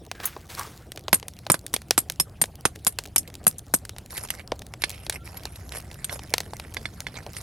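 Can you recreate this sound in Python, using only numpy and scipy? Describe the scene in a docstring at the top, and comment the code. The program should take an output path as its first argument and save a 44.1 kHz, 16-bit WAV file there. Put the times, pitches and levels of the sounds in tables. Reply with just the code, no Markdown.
"""Stove fire and tongs on ice

A wood fire rumbles, hisses and pops dead centre throughout: shaped noise and short noise bursts.
Steel tongs first stir the stove, by stick-slip friction through hollow resonances, and clink once.
They then knock a strip of ice apart along a tent edge, by impacts on damped modes, and rake the shards
by friction on the same modes. The ice work is near, a little to the right, with the tent wall's scatter.
"""
import sys
import numpy as np
from scipy import signal
from scipy.fft import rfft, irfft, next_fast_len
from scipy.io import wavfile
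from scipy.ndimage import uniform_filter1d, map_coordinates

SR = 44100
rng = np.random.default_rng(int(sys.argv[2]) if len(sys.argv) > 2 else 0)


def unload_audio(sound):
    """Save the sound as a 16-bit wav file, at the path given as the first command line argument."""
    columns = np.transpose(np.atleast_2d(sound))
    # keep every value between -1 and 1, then stretch to whole-number steps
    steps = np.round(np.clip(columns, -1, 1) * 32767)
    wavfile.write(sys.argv[1], SR, steps.astype(np.int16))


N = 327222
AFTER = np.arange(SR // 8) / SR  # seconds after an impact
FRONT = 260  # samples, about 6 ms, over which an impact has rms 1
TAIL_DB = -28  # level of the slow tail in every burst


def amp(db):
    """Decibel law: level to amplitude ratio."""
    return 10 ** (np.asarray(db) / 20)


def unit(x):
    """Normalisation to rms 1."""
    return x / np.sqrt(np.mean(x ** 2) + 1e-20)


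def along(points, hz):
    """Logarithmic frequency scale: interpolate (Hz, value) points along it."""
    f, v = np.transpose(points)
    return np.interp(np.log(hz + 1), np.log(f + 1), v)


def curves(rows):
    """Level envelope: one gain per sample from (s, dB) rows."""
    s, db = np.transpose(rows)
    return amp(np.interp(np.arange(N) / SR, s, db))


def wobble(rate):
    """Slow random modulation: a smooth curve with rate knots a second."""
    knots = rng.standard_normal(int(N * rate / SR) + 4)
    return map_coordinates(knots, [np.arange(N) * rate / SR])


def filtered(x, response):
    """Linear filtering: the spectrum of x times a complex response of frequency."""
    m = next_fast_len(N + 8192)
    return irfft(rfft(x, m) * response(np.fft.rfftfreq(m, 1 / SR)), m)[..., :N]


def resonant(modes):
    """Modal superposition: the causal response of (Hz, width Hz, dB) resonances with alternating signs."""
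    def response(f):
        total = 0
        for k, (hz, width, db) in enumerate(modes):
            total = total + (-1) ** k * amp(db) * 1j * f * width / (hz * hz - f * f + 1j * f * width)
        return total
    return response


def grit(rate, spread_db, rub=0):
    """Stick-slip friction: uneven random slips, rate a second, over a share of steady rubbing noise."""
    sizes = amp(spread_db * np.minimum(rng.exponential(size=N), 2.5))
    slips = (rng.random(N) < rate / SR) * sizes
    envelope = unit(signal.lfilter([1], [1, -.975], slips)) + abs(rub)
    return unit(envelope * rng.standard_normal(N))


def burst(lo_hz, hi_hz, t60):
    """Transient decay: a band of noise with a spiky front, a body dying in t60 and a weak slow tail."""
    spike = amp(7 - 60 * AFTER / 0.0025)
    body = amp(-60 * AFTER / t60)
    tail = amp(TAIL_DB - 60 * AFTER / 0.14)
    shape = (spike + body + tail) * (1 - np.exp(-AFTER / 0.00023))
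    band = signal.butter(2, [lo_hz, min(hi_hz, .45 * SR)], "bandpass", fs=SR, output="sos")
    x = signal.sosfilt(band, shape * rng.standard_normal(len(AFTER)))
    return x / np.sqrt(np.mean(x[:FRONT] ** 2))


def ringing(modes, spread_db, detune):
    """Modal decay: damped (Hz, dB, t60) modes; grip and spot struck weight and shift each one anew."""
    x = 0
    for hz, db, t60 in modes:
        envelope = amp(db + rng.normal(0, spread_db) - 60 * AFTER / t60)
        x = x + envelope * np.sin(2 * np.pi * hz * rng.normal(1, detune) * AFTER)
    x = x * (1 - np.exp(-AFTER / 0.00013))
    return x / np.sqrt(np.mean(x[:FRONT] ** 2))


def patchy(x, depth_db):
    """Time-varying filtering: a random gain field over time and frequency keeps the colour changing."""
    z = signal.stft(x, nperseg=256)[2]
    field = uniform_filter1d(rng.standard_normal(z.shape), size=6, axis=0)
    field = uniform_filter1d(field, size=8, axis=1)
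    return unit(signal.istft(z * amp(depth_db * unit(field)), nperseg=256)[1][:N])


def strokes(rows, sag_db, fade):
    """Friction envelope: quick bite, sag, then decay with time constant fade; one per dB column."""
    t, gains = np.arange(N) / SR, 0
    for start, end, *db in rows:
        shape = np.clip((t - start) / 0.017, 0, 1) * np.exp(-np.clip(t - end, 0, None) / fade)
        sag = amp(-sag_db * np.clip((t - start) / (end - start), 0, 1))
        gains = gains + np.outer(amp(db), shape * sag)
    return gains


def add(track, s, sound):
    """Superposition: mix a sound into the track at s seconds."""
    track[round(s * SR):][:len(sound)] += sound


def wide_floor():
    """Uncorrelated noise: a faint wide low rumble and a narrow 10 kHz hiss, left and right, from 1.11 s."""
    floor = filtered(rng.standard_normal((2, N)), resonant([(90, 230, 4.5), (10400, 1300, -2)]))
    return amp(-66.5) * unit(floor) * (np.arange(N) > 1.11 * SR)


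# Clear fire pops. Each row: start in seconds, snap level in dB, brightness in dB against the snap.
FIRE_POPS = [(0.1144, -30, -5), (0.2015, -39, -13.5), (0.365, -50, -44), (0.5503, -48, 10),
             (0.5945, -38.5, 8), (0.919, -37.5, 1), (0.9746, -36.5, -8.5), (1.082, -28.5, -15.5),
             (1.1985, -47.5, 4), (1.228, -39.5, -14.5), (1.2826, -37, 5.5), (1.389, -49.5, 2.5),
             (1.4662, -33, -16.5), (1.665, -39.5, 7.5), (1.7634, -26.5, -4), (1.818, -46, 0.5),
             (1.9084, -14.5, -2.5), (2.099, -29.5, 3.5), (2.121, -46.5, 9), (2.4394, -28, -7),
             (2.457, -48, 5.5), (2.7587, -42.5, -3), (2.8483, -47.5, 15.5), (2.987, -25, -1),
             (3.055, -42, -7.5), (3.3011, -48.5, -4.5), (3.341, -47, 1.5), (3.353, -44.5, 3),
             (3.852, -39, 0.5), (3.8936, -35.5, -0.5), (3.9637, -45.5, -17), (3.984, -40, 2.5),
             (4.519, -29.5, -29.5), (4.619, -41, -8), (4.738, -36.5, -8), (4.895, -40, 6),
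             (4.9029, -39.5, 3.5), (5.0653, -36, -6.5), (5.097, -23.5, 0), (5.4542, -30.5, -6),
             (5.914, -42.5, -7), (6.193, -39.5, -15.5), (6.3387, -16.5, -5.5), (6.3812, -26, -0.5),
             (6.404, -29.5, -1.5), (6.534, -51, -49), (6.5982, -35, -5), (6.745, -41.5, 4.5),
             (7.0045, -36, 3), (7.2645, -41, -25)]
# Flame strength. Each row: time in seconds, rumble level in dB.
FLAME_LEVEL = [(0.0, -47.5), (7.42, -42.5)]
# Spectrum of the flame rumble. Each row: frequency in Hz, relative density in dB per Hz.
RUMBLE_SPECTRUM = [(15, -45), (25, -12.5), (59, 1.5), (98, 2.5), (400, -19.5), (880, -120)]
# Spectrum of the fire hiss. Each row: frequency in Hz, relative density in dB per Hz.
HISS_SPECTRUM = [(180, -23), (300, -9), (758, -12.5), (927, -21.5), (2630, -28), (15200, -39.5),
                 (16800, -58)]


def fire():
    """Impulsive radiation: bursting wood pockets snap over noise-shaped rumble, hiss and fine crackle."""
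    pops = np.zeros(N + SR)
    for s, snap_db, bright_db in FIRE_POPS:
        add(pops, s, amp(snap_db) * burst(1370, 5370, 0.015))
        add(pops, s, amp(snap_db + bright_db) * burst(4100, 11900, 0.0089))
        thump_db = snap_db - 8.0 - 0.56 * bright_db  # dull pops thump more
        add(pops, s, amp(thump_db) * burst(355, 873, 0.016))
    rumble = unit(filtered(rng.standard_normal(N), lambda f: amp(along(RUMBLE_SPECTRUM, f))))
    hiss = filtered(rng.standard_normal(N), lambda f: amp(along(HISS_SPECTRUM, f)))
    crackle = filtered(grit(rate=36, spread_db=9.5), resonant([(5040, 4700, 0)]))
    out = pops[:N] + curves(FLAME_LEVEL) * rumble
    out += amp(-54.0) * patchy(hiss, depth_db=5.0)
    return out + amp(-57.5) * patchy(crackle, depth_db=0.5)


# Strokes of the tongs in the stove. Each row: start in seconds, end in seconds, rasp level in dB,
# hollow note level in dB, hollow pitch in Hz, resonance width in Hz; levels are before the sag.
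STOVE_STROKES = [(0.146, 0.166, -69, -33, 1640, 91.5), (0.195, 0.235, -43, -32, 1660, 130),
                 (0.226, 0.28, -40.5, -29.5, 1510, 1530), (0.487, 0.6, -39, -67, 1110, 900),
                 (0.571, 0.641, -36.5, -29, 1070, 302)]
# Spectrum of steel on charcoal. Each row: frequency in Hz, relative level in dB.
RASP_SPECTRUM = [(1500, -9), (15800, -18.5), (16800, -89)]
# Modes of the tongs, lowest first. Each row: frequency in Hz, relative level in dB.
STEEL_MODES = [(5405, 2), (6400, -11.5), (7100, -6.5), (8560, -1), (8860, 0.5), (9480, -3.5), (9938, 8),
               (11030, 7.5), (11400, 6), (14400, -5)]
CLINK_S, CLINK_DB = .2553, -20  # the tongs touch the stove rim


def stirring():
    """Friction-driven resonance: steel rasps on charcoal, the shell answers hollow, the tongs clink once."""
    rasp = filtered(grit(rate=890, spread_db=-4.5, rub=2.6), lambda f: amp(along(RASP_SPECTRUM, f)))
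    rasp_gain = strokes([row[:3] for row in STOVE_STROKES], sag_db=11.5, fade=0.1)[0]
    out = rasp_gain * patchy(rasp, depth_db=1.5)
    for start, end, _, db, hz, width in STOVE_STROKES:
        shell = resonant([(hz, width, 0), (hz, hz, -14)])
        note = filtered(grit(rate=230, spread_db=-19.0, rub=1.6), shell)
        out += strokes([(start, end, db)], sag_db=14.5, fade=0.035)[0] * unit(note)
    ring = ringing([(hz, db, .08) for hz, db in STEEL_MODES[1:]], spread_db=8, detune=0.0034)
    add(out, CLINK_S, amp(CLINK_DB) * (burst(10000, 17000, .06) + 0.38 * ring))
    return out


# Strokes through the shards, and one long faint bed of scraping under the later ones. Each row: start in
# seconds, end in seconds, crunch level in dB before the wobble, steel rasp in dB against the crunch.
SHARD_STROKES = [(4.097, 4.253, -42.5, 2), (4.306, 4.408, -49, -3), (4.79, 5.063, -55, 2.5),
                 (5.125, 5.159, -42.5, 1.5), (5.234, 5.467, -48.5, -3.5), (5.709, 5.786, -45, -2),
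                 (6.102, 6.15, -38, 0), (5.466, 7.34, -55, -2), (7.136, 7.196, -49.5, -16),
                 (7.332, 7.5, -51, 3.5)]
# Wet shards slide and sing. Each row: start in seconds, end in seconds, level in dB before the sag,
# pitch in Hz, width in Hz of the resonance, which is applied twice.
SHARD_SQUEAKS = [(4.8, 5.045, -48, 2600, 900), (5.18, 5.245, -55, 1370, 60)]
# Modes of the ice shards. Each row: frequency in Hz, width in Hz, relative level in dB.
ICE_MODES = [(1740, 195, -8.5), (2100, 780, 8), (3420, 300, -3.5), (4430, 147, -10), (5340, 170, -17)]
RAKE_GROUND_DB = -4  # gravel rumble against the ice part of the crunch


def raking():
    """Stick-slip excitation: small slips on the shards drive the steel, the ice and the gravel under it."""
    rows = [(start, end, db + steel_db, db) for start, end, db, steel_db in SHARD_STROKES]
    rasp_gain, crunch_gain = strokes(rows, sag_db=0.0, fade=0.011) * amp(1.15 * wobble(35))
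    damped = [(hz, 260, db) for hz, db in STEEL_MODES]  # contact with the ice widens each mode
    steel = filtered(grit(rate=460, spread_db=4, rub=0.44), resonant(damped))
    slips = grit(rate=290, spread_db=5.5, rub=0.52)
    ice = filtered(slips, resonant(ICE_MODES + [(3700, 6600, 2.4)]))
    gravel = unit(filtered(slips, resonant([(530, 410, 0)])))
    out = rasp_gain * patchy(steel, depth_db=4.0)
    out += crunch_gain * (patchy(ice, depth_db=6.0) + amp(RAKE_GROUND_DB) * gravel)
    for start, end, db, hz, width in SHARD_SQUEAKS:
        note = unit(filtered(slips, lambda f: resonant([(hz, width, 0)])(f) ** 2))
        out += strokes([(start, end, db)], sag_db=7, fade=0.017)[0] * note
    return out


# Hard blows on the ice. Each row: start in seconds, steel ring in dB, ice crack in dB, ground thud in dB,
# change of the lowest steel mode in dB, gap to the first rebound in seconds, ring of that rebound in dB.
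ICE_BLOWS = [(1.1293, -12, -15.5, -17.5, -18, 0.013, -8), (1.5, -14, -22, -15, -6, 0.018, -9),
             (1.542, -23, -28, -23.5, -7, 0.011, -54), (1.739, -12.5, -25, -27.5, -24, 0.0063, -47),
             (1.978, -9, -21, -20.5, -14, 0.0094, -11), (2.199, -12.5, -24, -29, 3, 0.0075, -14.5),
             (2.4156, -9.5, -24, -28, -8.5, .004, -22), (2.653, -13.5, -19.5, -17, -16, 0.006, -18.5),
             (2.867, -11.5, -22, -25.5, -16, 0.0105, -15), (3.1609, -7.5, -23, -28.5, 14, 0.02, -12),
             (3.4673, -10.5, -24, -22.5, -14, 0.01, -10.5), (3.7388, -10, -27.5, -21.5, -9, 0.0089, -12)]
# The tips knock loose pieces. Each row: start in seconds, steel ring in dB, ice crack in dB.
TIP_NUDGES = [(2.924, -40, -57), (3.276, -45, -42.5), (3.583, -32, -71), (4.169, -28, -39.5),
              (4.178, -26.5, -32.5), (4.2872, -46, -38.5), (4.3033, -23, -26), (4.82, -30, -30),
              (4.838, -27, -15.5), (5.124, -36, -34.5), (5.37, -34, -41), (5.558, -40, -43),
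              (5.7213, -37, -36), (5.769, -32, -39), (6.0442, -20, -31), (6.095, -46.5, -28.5),
              (6.7683, -41.5, -24.5), (6.8554, -42.5, -24.5), (7.0677, -44.5, -26), (7.367, -34.5, -34.5)]
REBOUND_CRACK_DB, REBOUND_THUD_DB = -12, -25  # first rebound against its blow
LATER_DB, LATER_GAP_S = -16, 0.012  # each later rebound loses this much and follows at this pace
GLANCING_DB = -18.5  # a rebound or nudge hardly wakes the lowest mode
NUDGE_THUD_DB = -15  # thud of a nudge against its crack


def contacts():
    """Repeated impact: nudges, and blows with three rebounds each, as (s, ring, crack, thud, low mode dB).

    The first rebound has its own ring level; the later ones weaken.
    """
    rows = [(s, ring_db, crack_db, crack_db + NUDGE_THUD_DB, GLANCING_DB)
            for s, ring_db, crack_db in TIP_NUDGES]
    for s, ring_db, crack_db, thud_db, low_db, gap, again_db in ICE_BLOWS:
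        rows.append((s, ring_db, crack_db, thud_db, low_db))
        for k in range(3):
            loss_db = k * LATER_DB
            rows.append((s + gap + k * LATER_GAP_S, again_db + loss_db,
                         crack_db + REBOUND_CRACK_DB + loss_db,
                         thud_db + REBOUND_THUD_DB + loss_db, low_db + GLANCING_DB))
    return rows


LOW_MODE_T60_S = 0.047  # the lowest steel mode lasts
FREE_RING_DB, FREE_RING_T60_S = -30, 0.13  # a faint part of the ring escapes the heavy damping


def steel_ring(low_db):
    """Modal damping: short upper modes, a lasting lowest mode, a faint free ring and chattering arms."""
    modes = []
    for hz, db in STEEL_MODES:
        if hz < 6000:
            modes.append((hz, db + low_db, LOW_MODE_T60_S))
        else:
            modes.append((hz, db, rng.uniform(0.011, 0.04)))
    ring = ringing(modes, spread_db=8.0, detune=0.002)
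    free = [(hz, db, FREE_RING_T60_S) for hz, db, _ in modes]
    ring += amp(FREE_RING_DB) * ringing(free, spread_db=4.0, detune=0.00061)
    # the loose arms chatter against each other for a few milliseconds
    taps = np.r_[1, (rng.random(200) < .025) * rng.normal(0, .9, 200)]
    return signal.fftconvolve(ring + 0.76 * burst(8000, 11600, 0.011), taps / np.linalg.norm(taps))


def ice_crack(loose):
    """Fracture and resonance: a noise crack shared with the shard modes, loose being the ringing share."""
    slab = ringing([(hz, db, 9 / width) for hz, width, db in ICE_MODES], spread_db=1.0, detune=0.015)
    free = [(hz, 0, 2 * FREE_RING_T60_S) for hz, *_ in ICE_MODES]
    slab += amp(FREE_RING_DB) * ringing(free, spread_db=8, detune=0.01)
    return (1 - loose) * burst(1470, 5700, 0.03) + loose * slab


def blows():
    """Impact excitation: each contact rings the steel anew, cracks the ice and thuds into the ground."""
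    out = np.zeros(N + SR)
    for s, ring_db, crack_db, thud_db, low_db in contacts():
        add(out, s, amp(ring_db - 3.5) * steel_ring(low_db))
        # a nudged loose shard rings; a hard blow just cracks
        loose = np.clip((crack_db - ring_db) / 24, .1, .9)
        add(out, s, amp(crack_db) * ice_crack(loose))
        add(out, s, amp(thud_db) * (burst(410, 1250, 0.018) + 0.46 * burst(124, 314, 0.034)))
    return out[:N]


# Level between the two microphone ports for a near source. Each row: frequency in Hz, left-right in dB.
PORT_LEVEL = [(300, -4.5), (7000, -6.5), (8000, 1)]
# Phase between the two ports. Each row: frequency in Hz, lead of the left in radians.
PORT_PHASE = [(300, -0.2), (2800, -0.8), (8100, -1), (10000, 2.5), (12100, 6.4), (15200, 12.4)]
NEAR_TOP_HZ = 12700  # low-pass corner


def near(x):
    """Two-port difference and scattering: level and phase differ; the tent wall answers short and bright."""
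    x = signal.sosfilt(signal.butter(3, NEAR_TOP_HZ, fs=SR, output="sos"), x)  # the ports dull the top

    def port_pair(f):
        half = amp(along(PORT_LEVEL, f) / 2) * np.exp(.5j * along(PORT_PHASE, f))
        return half ** np.array([[1], [-1]])  # left, and its inverse on the right
    ports = filtered(x, port_pair)
    scatter = amp(-60 * AFTER / 0.072) * rng.standard_normal((2, len(AFTER)))
    wall = signal.lfilter([1, -1], [1, -.85], scatter)
    wall = wall / np.linalg.norm(wall[0])
    return ports + amp(-14.5) * signal.fftconvolve(x[None], wall, axes=1)[:, :N]


def scene():
    """Superposition of the wide floor, the fire, the stirring and the near work on the ice."""
    return wide_floor() + fire() + stirring() + near(raking() + blows())


TOP_HZ = 16900  # band limit


def record(dry):
    """Saturation and band limiting: peaks round off just under full scale, then the top is cut off."""
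    soft = dry / (1 + np.abs(dry / .93) ** 8) ** (1 / 8)
    return filtered(soft, lambda hz: hz < TOP_HZ)


dry = scene()
out = record(dry)
unload_audio(out)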